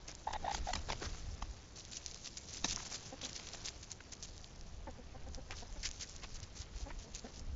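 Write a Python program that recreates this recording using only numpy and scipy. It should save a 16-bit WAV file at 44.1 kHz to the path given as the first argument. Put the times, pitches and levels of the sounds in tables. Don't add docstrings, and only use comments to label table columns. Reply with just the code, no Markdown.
import sys
import numpy as np
from scipy import signal
from scipy.fft import rfft, irfft, next_fast_len
from scipy.io import wavfile
from scipy.ndimage import uniform_filter1d

SR = 44100
rng = np.random.default_rng(int(sys.argv[2]) if len(sys.argv) > 2 else 0)


def dump(signal):
    limited = np.clip(np.atleast_2d(signal).T, -1, 1)
    pcm = np.round(limited * 32767).astype(np.int16)
    wavfile.write(sys.argv[1], SR, pcm)


N = 333101
T = np.arange(N) / SR
TOP_HZ = 7400


def undb(db):
    return 10 ** (np.asarray(db) / 20)


def unit(x):
    return x / np.sqrt(np.mean(x ** 2) + 1e-30)


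def curve(rows):
    s, *columns = np.transpose(rows)
    return [np.interp(T, s, c) for c in columns]


def tint(x, points):
    size = next_fast_len(len(x) + 4096, True) // 2 * 2
    hz, db = np.transpose(points)
    bin_hz = np.arange(size // 2 + 1) * SR / size
    log_gain = np.log(undb(np.interp(np.log(bin_hz + 1), np.log(hz), db)))
    cepstrum = irfft(log_gain)
    cepstrum[1:size // 2] *= 2
    cepstrum[size // 2 + 1:] = 0
    response = np.exp(rfft(cepstrum))
    return irfft(rfft(x, size) * response)[:len(x)]


def ring(x, hz, width_hz):
    return signal.lfilter(*signal.iirpeak(hz, hz / width_hz, fs=SR), x)


def top_cut(x):
    return signal.sosfilt(signal.ellip(10, .2, 70, TOP_HZ, fs=SR, output="sos"), x)


def walk(rate, size):
    k = max(int(SR / rate), 2)
    held = np.repeat(rng.standard_normal(size // k + 1), k)
    return uniform_filter1d(held, k)[:size] * np.sqrt(3 / 2)


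def around(s, before, after):
    span = slice(max(int((s - before) * SR), 0), min(int((s + after) * SR), N))
    return span, T[span] - s


def ping(t, hz, crest_s):
    age = np.maximum(t, 0) / crest_s
    return np.sin(2 * np.pi * hz * t) * age * np.exp(1 - age)


def fragments(rate, spread_db, spectrum, own_db=3, focus_hz=1100):
    leaves_per_s, shift_db = 30, 2.5
    at = rng.integers(0, N, int(rate * N / SR))
    size = undb(spread_db * np.minimum(rng.standard_normal(len(at)), 2))
    leaf = at * leaves_per_s // SR
    pitch = rng.uniform(-1000, 8500, len(at))
    out = 0
    for hz in np.arange(250, 7500, 500):
        colour = undb(own_db * np.clip(rng.standard_normal(len(at)), -2, 2))
        colour = colour / (1 + ((hz - pitch) / focus_hz) ** 2)
        colour = colour * undb(shift_db * rng.standard_normal(leaf.max() + 1)[leaf])
        sign = rng.choice([-1, 1], len(at))
        clicks = np.bincount(at, size * colour * sign, N)
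        out = out + ring(clicks, hz, 600)
    return unit(top_cut(tint(out, spectrum)))


def wind(gust_db=-2.0, flutter_db=3.0, buffet_db=-1, buffet_flutter_db=3, hush_db=-57.5):
    # time in seconds, level in dB before gust_db.
    wind_levels = [(0, -53.5), (.3, -54), (.39, -42), (.5, -54), (.61, -44), (.72, -50), (1.1, -46),
                   (1.32, -43.5), (1.5, -51), (1.6, -55), (2.48, -59.5), (2.69, -50), (3.0, -57),
                   (4.35, -57.5), (4.83, -52), (5.3, -51), (5.78, -48.5), (6.2, -53), (6.4, -51),
                   (6.68, -52.5), (6.81, -51), (7.36, -56.5), (7.55, -43.5)]
    # time in seconds, level in dB before buffet_db.
    buffet_levels = [(0, -74), (.3, -60.5), (.55, -53), (.83, -60.5), (.93, -50), (.97, -54.5), (1.04, -48),
                     (1.12, -54.5), (1.2, -67), (1.35, -57), (1.6, -79), (2.55, -60.5), (2.7, -58.5),
                     (3.4, -63), (3.9, -67.5), (6.2, -68), (7.55, -60)]
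    # frequency in Hz, relative strength in dB per Hz.
    gust_colour = [(10, -6), (25, 2.5), (45, -6.5), (70, -4.5), (110, -20), (180, -22.5), (400, -42),
                   (1500, -72.5)]
    buffet_colour = [(30, -9.5), (70, -3), (170, -1.5), (300, -11.5), (600, -16), (1500, -28.5),
                     (6000, -63.5)]
    hush_colour = [(20, -11), (55, -2.5), (85, 1), (115, -6), (160, -9), (250, -13.5), (500, -16.5),
                   (800, -20.5), (1300, -27.5), (2400, -33.5), (5800, -39), (7400, -44)]

    rumble_db = curve(wind_levels)[0] + gust_db + flutter_db * walk(9, N)
    rumble = unit(tint(rng.standard_normal(N), gust_colour)) * undb(rumble_db)
    swing_db = curve(buffet_levels)[0] + buffet_db + buffet_flutter_db * walk(25, N)
    buffet = unit(tint(rng.standard_normal(N), buffet_colour)) * undb(swing_db)
    hush = unit(top_cut(tint(rng.standard_normal(N), hush_colour))) * undb(hush_db)
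    return rumble + buffet + hush


def thumps(cycles=0.57, gain_db=-1.0):
    # crest in seconds, level in dB before gain_db, pitch in Hz.
    thump_table = [(.397, -44, 68.6), (.55, -37, 53), (.605, -35.5, 46.3), (.648, -42, 37.7),
                   (.788, -38, 65), (.904, -39.5, 190), (.908, -37, 30), (1.023, -34, 320),
                   (1.073, -34, 69), (1.125, -36.5, 38.5), (1.284, -36, 75.5), (1.337, -34.5, 62),
                   (1.431, -36, 45), (1.505, -37.5, 49.5), (5.726, -37, 33.5), (5.794, -40.5, 40),
                   (6.325, -44.5, 85), (6.433, -41, 80), (6.606, -38, 72), (6.762, -36.5, 42),
                   (6.836, -33, 49), (6.982, -38.5, 32.7), (7.149, -40, 40.4), (7.533, -35, 44.4)]
    out = np.zeros(N)
    for s, db, hz in thump_table:
        span, t = around(s, .08, .08)
        swell = np.exp(-(t * hz / cycles) ** 2)
        out[span] += undb(db + gain_db) * swell * np.sin(2 * np.pi * (hz * t + rng.random()))
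    return out


def clucks(beak_width_hz=560, chest_db=-7, upper_hz=1550, upper_db=-18, closing=8, dull_ratio=2.0,
           open_hz=620, open_db=14):
    # crest in seconds, half length in seconds, pitch at the crest in Hz,
    # glide in octaves per second, beak resonance at the crest in Hz, level in dB.
    cluck_table = [(3.134, 0.015, 266.3, 5.5, 620, -47.5), (3.245, 0.022, 257.4, -4, 520, -52),
                   (4.876, 0.008, 302.4, -6, 825, -46.5), (4.893, 0.014, 276, -9, 587, -48),
                   (4.994, 0.014, 254.6, -5, 463, -50), (5.155, 0.013, 261, 5, 734, -51.5),
                   (5.275, .014, 261, 3, 596, -52), (5.385, 0.015, 265.3, -3.5, 527, -49.5),
                   (5.508, 0.012, 268.4, 2, 764, -50.5), (5.63, 0.01, 233.2, 5, 656, -50.5),
                   (5.699, 0.0048, 292, -5, 820, -56), (5.768, 0.011, 289.6, -6, 680, -54),
                   (6.872, 0.018, 282, 2, 645, -47.5), (6.907, 0.0046, 318.6, -4, 950, -47),
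                   (7.064, 0.023, 227.7, 3, 514, -57), (7.248, 0.0083, 249.7, 5, 490, -47),
                   (7.261, .013, 269, 4, 570, -49)]
    jitter, shimmer_db, hoarse_db = .035, 2, -16
    attack_share = .8
    out = np.zeros(N)
    order = np.arange(1, 10)[:, None]
    for s, half, pitch, glide, beak_hz, db in cluck_table:
        span, t = around(s, .045, .045)
        hz = pitch * 2 ** (glide * t) * (1 + jitter * walk(281.0, len(t)))
        closing_hz = beak_hz * np.exp(-closing * t)
        beak = 1 / (1 + 2j * (order * hz - closing_hz) / beak_width_hz) ** 2
        dull = 1 / (1 + (order * hz / (dull_ratio * beak_hz)) ** 8)
        upper_gain = undb(upper_db + open_db * np.log2(beak_hz / open_hz))
        upper = upper_gain / (1 + 1j * (order * hz - upper_hz) / beak_width_hz) ** 2
        chest = 1j * undb(chest_db) * (order == 1)
        gains = beak * dull + upper + chest
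        cycles = np.exp(2j * np.pi * order * np.cumsum(hz) / SR)
        voice = np.real(gains * cycles).sum(axis=0) * undb(shimmer_db * walk(pitch, len(t)))
        air = ring(ring(rng.standard_normal(len(t)), beak_hz, 500), beak_hz, 500)
        shape = np.exp(-np.where(t < 0, (t / (attack_share * half)) ** 4, (t / half) ** 2))
        out[span] += undb(db) * unit(unit(voice) + undb(hoarse_db) * unit(air)) * shape
    return out


def rasp(second_db=-20, third_db=-30, hoarse_lag_hz=70, wear_db_per_s=70):
    # start in seconds, end in seconds, pitch in mid-note in Hz, sag in Hz per second,
    # throbs per second, level in dB, time of the accented throb in seconds, its extra level in dB,
    # hoarse air in mid-note in dB relative to the note.
    note_table = [(0.268, 0.318, 835, 0, 57, -43, .2755, 10, -11),
                  (0.33, 0.37, 815, 1700, 76, -41.5, .361, 4.5, -7.5),
                  (.428, .438, 795, 0, 61, -48, .432, 0, -10),
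                  (0.44, 0.52, 785, 0, 61, -39.5, .482, 8, -7.5),
                  (.666, .711, 750, 1500, 64, -38, .691, 2.5, -12)]
    # frequency in Hz, width in Hz, level in dB.
    throat = [(760, 420, 0), (1800, 300, 0), (2700, 200, -9), (3700, 260, -3)]
    jitter, scoop, shimmer_db, stagger_s = .085, .02, 2.2, .0015
    throb_rise_s, throb_fall_s, throb_scatter_db = .0042, .0072, 1
    hard_throb_db = 20
    out = np.zeros(N)
    for start, end, pitch, sag, rate, db, accent, accent_db, hoarse_db in note_table:
        span, t = around(accent, .08, .08)
        beats = np.arange(np.ceil((start - accent) * rate), (end - accent) * rate)
        scatter_db = throb_scatter_db * rng.standard_normal(len(beats))
        extra_db = np.where(beats == 0, accent_db, scatter_db)
        stagger = stagger_s * (beats != 0) * rng.standard_normal(len(beats))
        age = t - (beats / rate + stagger)[:, None]
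        fall = throb_fall_s / 2 ** (extra_db[:, None] / hard_throb_db)
        shapes = np.exp(-(age / np.where(age < 0, throb_rise_s, fall)) ** 2)
        along = T[span] - (start + end) / 2
        hz = (pitch - sag * along) * (1 + scoop * np.sin(2 * np.pi * rate * t))
        phase = 2 * np.pi * np.cumsum(hz * (1 + jitter * walk(500, len(t)))) / SR
        voice = np.sin(phase) + undb(second_db) * np.sin(2 * phase) + undb(third_db) * np.sin(3 * phase)
        air = rng.standard_normal(len(t)) * (1 + np.sin(phase))
        hoarse = unit(sum(undb(d) * ring(ring(air, f, 1.5 * w), f, 1.5 * w) for f, w, d in throat))
        flow = signal.lfilter(*signal.butter(1, hoarse_lag_hz, fs=SR), undb(db + extra_db / 2) @ shapes)
        throbs = undb(db + extra_db) @ shapes
        out[span] += throbs * undb(shimmer_db * walk(450, len(t))) * np.sqrt(2) * voice
        out[span] += undb(hoarse_db + wear_db_per_s * along) * flow * hoarse
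    return out


def cracks(tail_db=-22, tail_s=0.088, strain_db=-25, strain_s=0.0032, ring_rise_s=0.00078):
    # crack in seconds, fibre level in dB, rise in seconds, length in seconds,
    # treble tilt in dB per octave, pitch of the twig as a ratio, ring level in dB.
    crack_table = [(0.548, -34, 0.0024, 0.0038, 3.5, 1.26, -39),
                   (.735, -33, 0.0028, 0.0038, 3, 1.13, -33.5), (0.7543, -35, 0.0015, 0.0028, 8, 1.03, -36),
                   (0.7609, -43, .001, 0.0049, -1, 0.64, -38.5),
                   (0.902, -37.5, 0.0043, 0.0046, 1, 0.93, -34.5),
                   (0.923, -38.5, 0.0014, 0.0021, 4, 0.78, -43),
                   (1.424, -40.5, 0.0037, 0.005, 2, 1.06, -45),
                   (2.644, -30, 0.00072, 0.0045, 4, 1.005, -27.5),
                   (2.652, -44, 0.0013, .003, -2, 0.89, -41.5)]
    # frequency in Hz, width in Hz, level in dB.
    twig_modes = [(190, 45, -10), (262, 50, -7), (730, 110, -2), (900, 120, -2), (1100, 170, -.5),
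                  (1745, 90, -6), (2570, 140, -3), (2890, 110, -6), (3730, 110, 0), (4780, 160, -6),
                  (5280, 200, -6), (6170, 180, 1)]
    # frequency in Hz, relative strength in dB per Hz.
    fibre_colour = [(100, 7), (240, 4.5), (450, -6), (900, -1), (1450, -9.5), (2100, -4.5), (3000, -7.5),
                    (4200, -10), (5800, -9.5), (7400, -21.5)]
    out = np.zeros(N)
    for s, db, rise, length, tilt_db, ratio, ring_db in crack_table:
        span, t = around(s, 0.016, 0.04)
        wood = [(hz, d + tilt_db * np.log2(hz / 2000)) for hz, d in fibre_colour]
        strain = undb(strain_db) * np.exp(-np.abs(t) / strain_s)
        tail = undb(tail_db) * np.exp(-np.abs(t) / tail_s)
        crumble = np.where(t < 0, strain, tail) * undb(4.1 * walk(300, len(t)))
        burst = np.exp(-(t / np.where(t < 0, rise, length)) ** 2) + crumble
        tearing = tint(burst * rng.standard_normal(len(t)), wood)
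        through_wood = sum(undb(d) * ring(tearing, ratio * hz, 2 * width) for hz, width, d in twig_modes)
        fibres = unit(top_cut(through_wood)) * np.sqrt(np.mean(burst ** 2))
        age = np.maximum(t, 0)
        modes = 0
        for hz, width, d in twig_modes:
            swing = np.sin(2 * np.pi * (ratio * hz * age + rng.random()))
            modes = modes + undb(d) * np.exp(-np.pi * width * age) * swing
        out[span] += undb(db) * fibres + undb(ring_db) * modes * (1 - np.exp(-age / ring_rise_s))
    return out


def ticks(crest_s=0.00014, snap_s=0.0004, snap_db=-4, gain_db=1, scatter_db=-3.5, scatter_hz=450):
    # start in seconds, peak in dB before gain_db, ring in Hz.
    tick_table = [(0.084, -29.5, 6100), (.151, -33, 6440), (.3358, -33, 3640), (.5115, -42, 4500),
                  (0.5767, -43, 3000), (1.0535, -36, 2610), (1.851, -33.5, 5860), (1.9316, -35, 4500),
                  (1.944, -37, 5500), (1.972, -31, 6900), (2.062, -22.5, 6200), (2.113, -34, 5850),
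                  (2.145, -31.5, 5360), (2.2585, -36, 6310), (2.2745, -32.5, 5500), (2.5716, -36, 5800),
                  (2.7223, -31, 6230), (3.294, -33, 6470), (3.331, -33, 5600), (3.658, -27, 6000),
                  (2.761, -22, 6100), (2.945, -26.5, 4470), (3.214, -35, 3040), (3.2495, -26, 5950),
                  (3.3978, -33, 2980), (3.471, -34, 3970), (3.488, -31, 5430), (3.5345, -30.5, 5640),
                  (3.9054, -37.5, 5540), (3.9166, -28, 6600), (4.1245, -44, 6200), (4.239, -38, 5450),
                  (4.379, -36, 6160), (4.444, -35.5, 4070), (4.611, -38.5, 5760), (5.347, -31.5, 5400),
                  (5.509, -29, 2470), (5.631, -42, 5240), (5.8542, -26, 6700), (5.8895, -34, 6100),
                  (5.9131, -28.5, 6470), (6.032, -31, 5840), (6.0958, -35, 6360), (6.1635, -34, 6070),
                  (6.4022, -36, 6600), (6.6184, -37, 5850), (7.149, -28, 6630), (7.395, -38.5, 6000)]
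    faint_per_s, faint_db, faint_hz = 1.7, -42, 6500
    out = np.zeros(N)
    chance = rng.uniform(-0.42, 1, (int(faint_per_s * N / SR), 3))
    faint = [(abs(a) * (T[-1] - .02), faint_db + scatter_db * b, faint_hz + scatter_hz * c)
             for a, b, c in chance]
    for s, db, hz in tick_table + faint:
        span, t = around(s, 0, 0.0094)
        snap = 2 * rng.standard_normal(len(t)) * np.exp(-t / snap_s)
        snap = ring(ring(snap, 4800, 5000), 4800, 5000)
        tick = ping(t, hz, crest_s) + undb(snap_db) * snap
        out[span] += undb(db + gain_db) * tick / np.abs(tick).max()
    return out


def curled_leaves(pass_width_hz=1300, grain_db=4, gain_db=0):
    # crest in seconds, half length in seconds, resonance in Hz,
    # level in dB before gain_db.
    curled_table = [(1.022, 0.011, 1210, -51.5), (1.055, 0.021, 1610, -53.5), (2.741, 0.011, 650, -56),
                    (2.775, 0.0041, 1080, -47), (2.802, .006, 945, -49), (3.246, 0.013, 3480, -44.5),
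                    (4.007, 0.003, 1660, -48.5), (5.517, 0.0076, 2430, -47.5), (5.539, 0.0088, 1500, -54),
                    (5.844, 0.0089, 2030, -49.5), (5.868, 0.021, 1940, -54), (5.862, 0.0084, 3100, -43),
                    (6.03, 0.02, 1820, -57.5), (6.243, 0.013, 2580, -53), (6.245, 0.0074, 950, -51),
                    (6.908, 0.013, 1710, -54.5)]
    out = np.zeros(N)
    for s, half, hz, db in curled_table:
        span, t = around(s, .04, .04)
        at = rng.integers(0, len(t), 120)
        size = undb(grain_db * np.clip(rng.standard_normal(len(at)), -2, 2))
        breaks = np.bincount(at, size * rng.choice([-1, 1], len(at)), len(t))
        hollow = unit(ring(ring(breaks, hz, pass_width_hz), hz, pass_width_hz))
        out[span] += undb(db + gain_db) * hollow * np.exp(-(t / half) ** 2)
    return out


def leaves(sharpness=5.8, stir_crackle_db=1, stir_crunch_db=-3):
    # crest in seconds, length in seconds, crackle level in dB,
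    # low crunch of the pressed litter in dB relative to the crackle.
    step_table = [(0.101, 0.053, -53, -3.5), (0.335, 0.016, -50.5, 1), (0.578, 0.026, -49, -5),
                  (0.535, 0.063, -52, -6.5), (0.681, 0.082, -53.5, -4), (0.898, 0.026, -53, 8.5),
                  (0.924, 0.027, -51.5, 3.5), (1.026, 0.015, -54, 6), (1.051, 0.034, -50.5, 2),
                  (1.11, 0.22, -61, -0.5), (1.783, 0.053, -51.5, -15), (1.927, 0.032, -50, -23),
                  (1.964, 0.035, -47.5, -23), (2.09, 0.076, -56, -26), (2.264, 0.041, -47.5, -13),
                  (2.376, 0.015, -47, -10), (2.516, 0.09, -53, -11), (2.571, 0.029, -49.5, -11.5),
                  (2.652, 0.029, -41, -9.5), (2.698, 0.05, -43.5, -15), (2.722, 0.029, -43, -14),
                  (2.766, 0.0083, -56, 3.5), (2.809, 0.061, -54.5, -5), (2.862, 0.032, -47.5, -10),
                  (2.935, 0.064, -46, -8), (3.058, 0.088, -55, -17), (3.221, 0.018, -49, -7),
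                  (3.249, 0.046, -45.5, -7.5), (3.293, 0.01, -51, -20), (3.364, 0.029, -45.5, -25),
                  (3.398, 0.0098, -53.5, 1), (3.472, 0.011, -51, -16), (3.542, 0.024, -50.5, -2),
                  (3.656, 0.033, -46.5, -21), (3.68, 0.026, -44, -12.5), (3.612, 0.015, -54, -10),
                  (3.836, 0.022, -53, -20), (3.916, 0.033, -52, -9.5), (4.008, 0.0063, -58, 2),
                  (4.129, 0.02, -47.5, -12), (4.239, 0.037, -51, -16), (5.348, 0.036, -56, -19),
                  (5.518, 0.026, -56, 5), (5.591, 0.08, -53.5, -10.5), (5.838, 0.019, -46, -20),
                  (5.862, 0.04, -42, -21), (6.018, 0.046, -47.5, -16), (6.236, 0.031, -54.5, 0),
                  (6.358, 0.031, -52.5, -20), (6.437, 0.018, -52, -29), (6.593, 0.086, -52, -24),
                  (6.795, 0.1, -57, -27), (6.898, 0.033, -67, 9), (7.017, 0.07, -57, -26),
                  (7.153, 0.027, -49, -21), (7.173, 0.053, -54, -13), (7.27, 0.066, -65.5, 5),
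                  (7.368, 0.081, -58, -19)]
    # time in seconds, crackle level in dB before stir_crackle_db,
    # low crunch level in dB before stir_crunch_db.
    stir_table = [(0.0, -68.5, -62), (0.27, -62.5, -62.5), (0.5, -63, -55.5), (0.95, -58, -58.5),
                  (1.7, -65.5, -63.5), (2.0, -58.5, -61), (2.52, -59.5, -69), (2.78, -52, -58.5),
                  (3.05, -58, -59), (3.19, -65.5, -59), (3.3, -56.5, -56), (3.53, -56.5, -55),
                  (3.93, -66, -64), (4.39, -62.5, -63.5), (4.71, -68.5, -64), (5.28, -70, -62.5),
                  (6.03, -58, -62.5), (6.64, -67.5, -61), (7.19, -64.5, -63.5), (7.55, -71, -64)]
    # frequency in Hz, relative strength in dB per Hz.
    leaf_colour = [(800, -30.5), (1600, -15), (2600, -9.5), (3800, -5.5), (5200, -2), (6300, 0.5),
                   (7300, -4.5)]
    litter_colour = [(120, -2.5), (350, 6.5), (900, 3.5), (1900, 0), (3000, -1.5), (5000, -4.5),
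                     (7500, -23)]
    step_spread_db, stir_spread_db, clump_db = 4.5, 4, 2
    press_share = 0.47
    crackle, crunch = np.zeros(N), np.zeros(N)
    for s, length, db, low_db in step_table:
        rise, fall = length * press_share, length * (1 - press_share)
        span, t = around(s, 4 * rise, 4 * fall)
        press = undb(db) * np.exp(-np.abs(t / np.where(t < 0, rise, fall)) ** sharpness)
        crackle[span] += press ** 2
        crunch[span] += (press * undb(low_db)) ** 2
    steps = np.sqrt(crackle) * fragments(3200, step_spread_db, leaf_colour)
    steps = steps + np.sqrt(crunch) * fragments(3000, step_spread_db, litter_colour)
    steps = steps * undb(clump_db * walk(220, N))
    high_db, low_db = curve(stir_table)
    stir = undb(high_db + stir_crackle_db) * fragments(3500, stir_spread_db, leaf_colour)
    stir = stir + undb(low_db + stir_crunch_db) * fragments(6000, step_spread_db, litter_colour)
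    return steps + stir


def scene():
    air = wind() + thumps()
    hens = clucks() + rasp()
    ground = cracks() + ticks() + curled_leaves() + leaves()
    return (air + hens + ground)[None]


def record(dry):
    return top_cut(dry)


dry = scene()
out = record(dry)
dump(out)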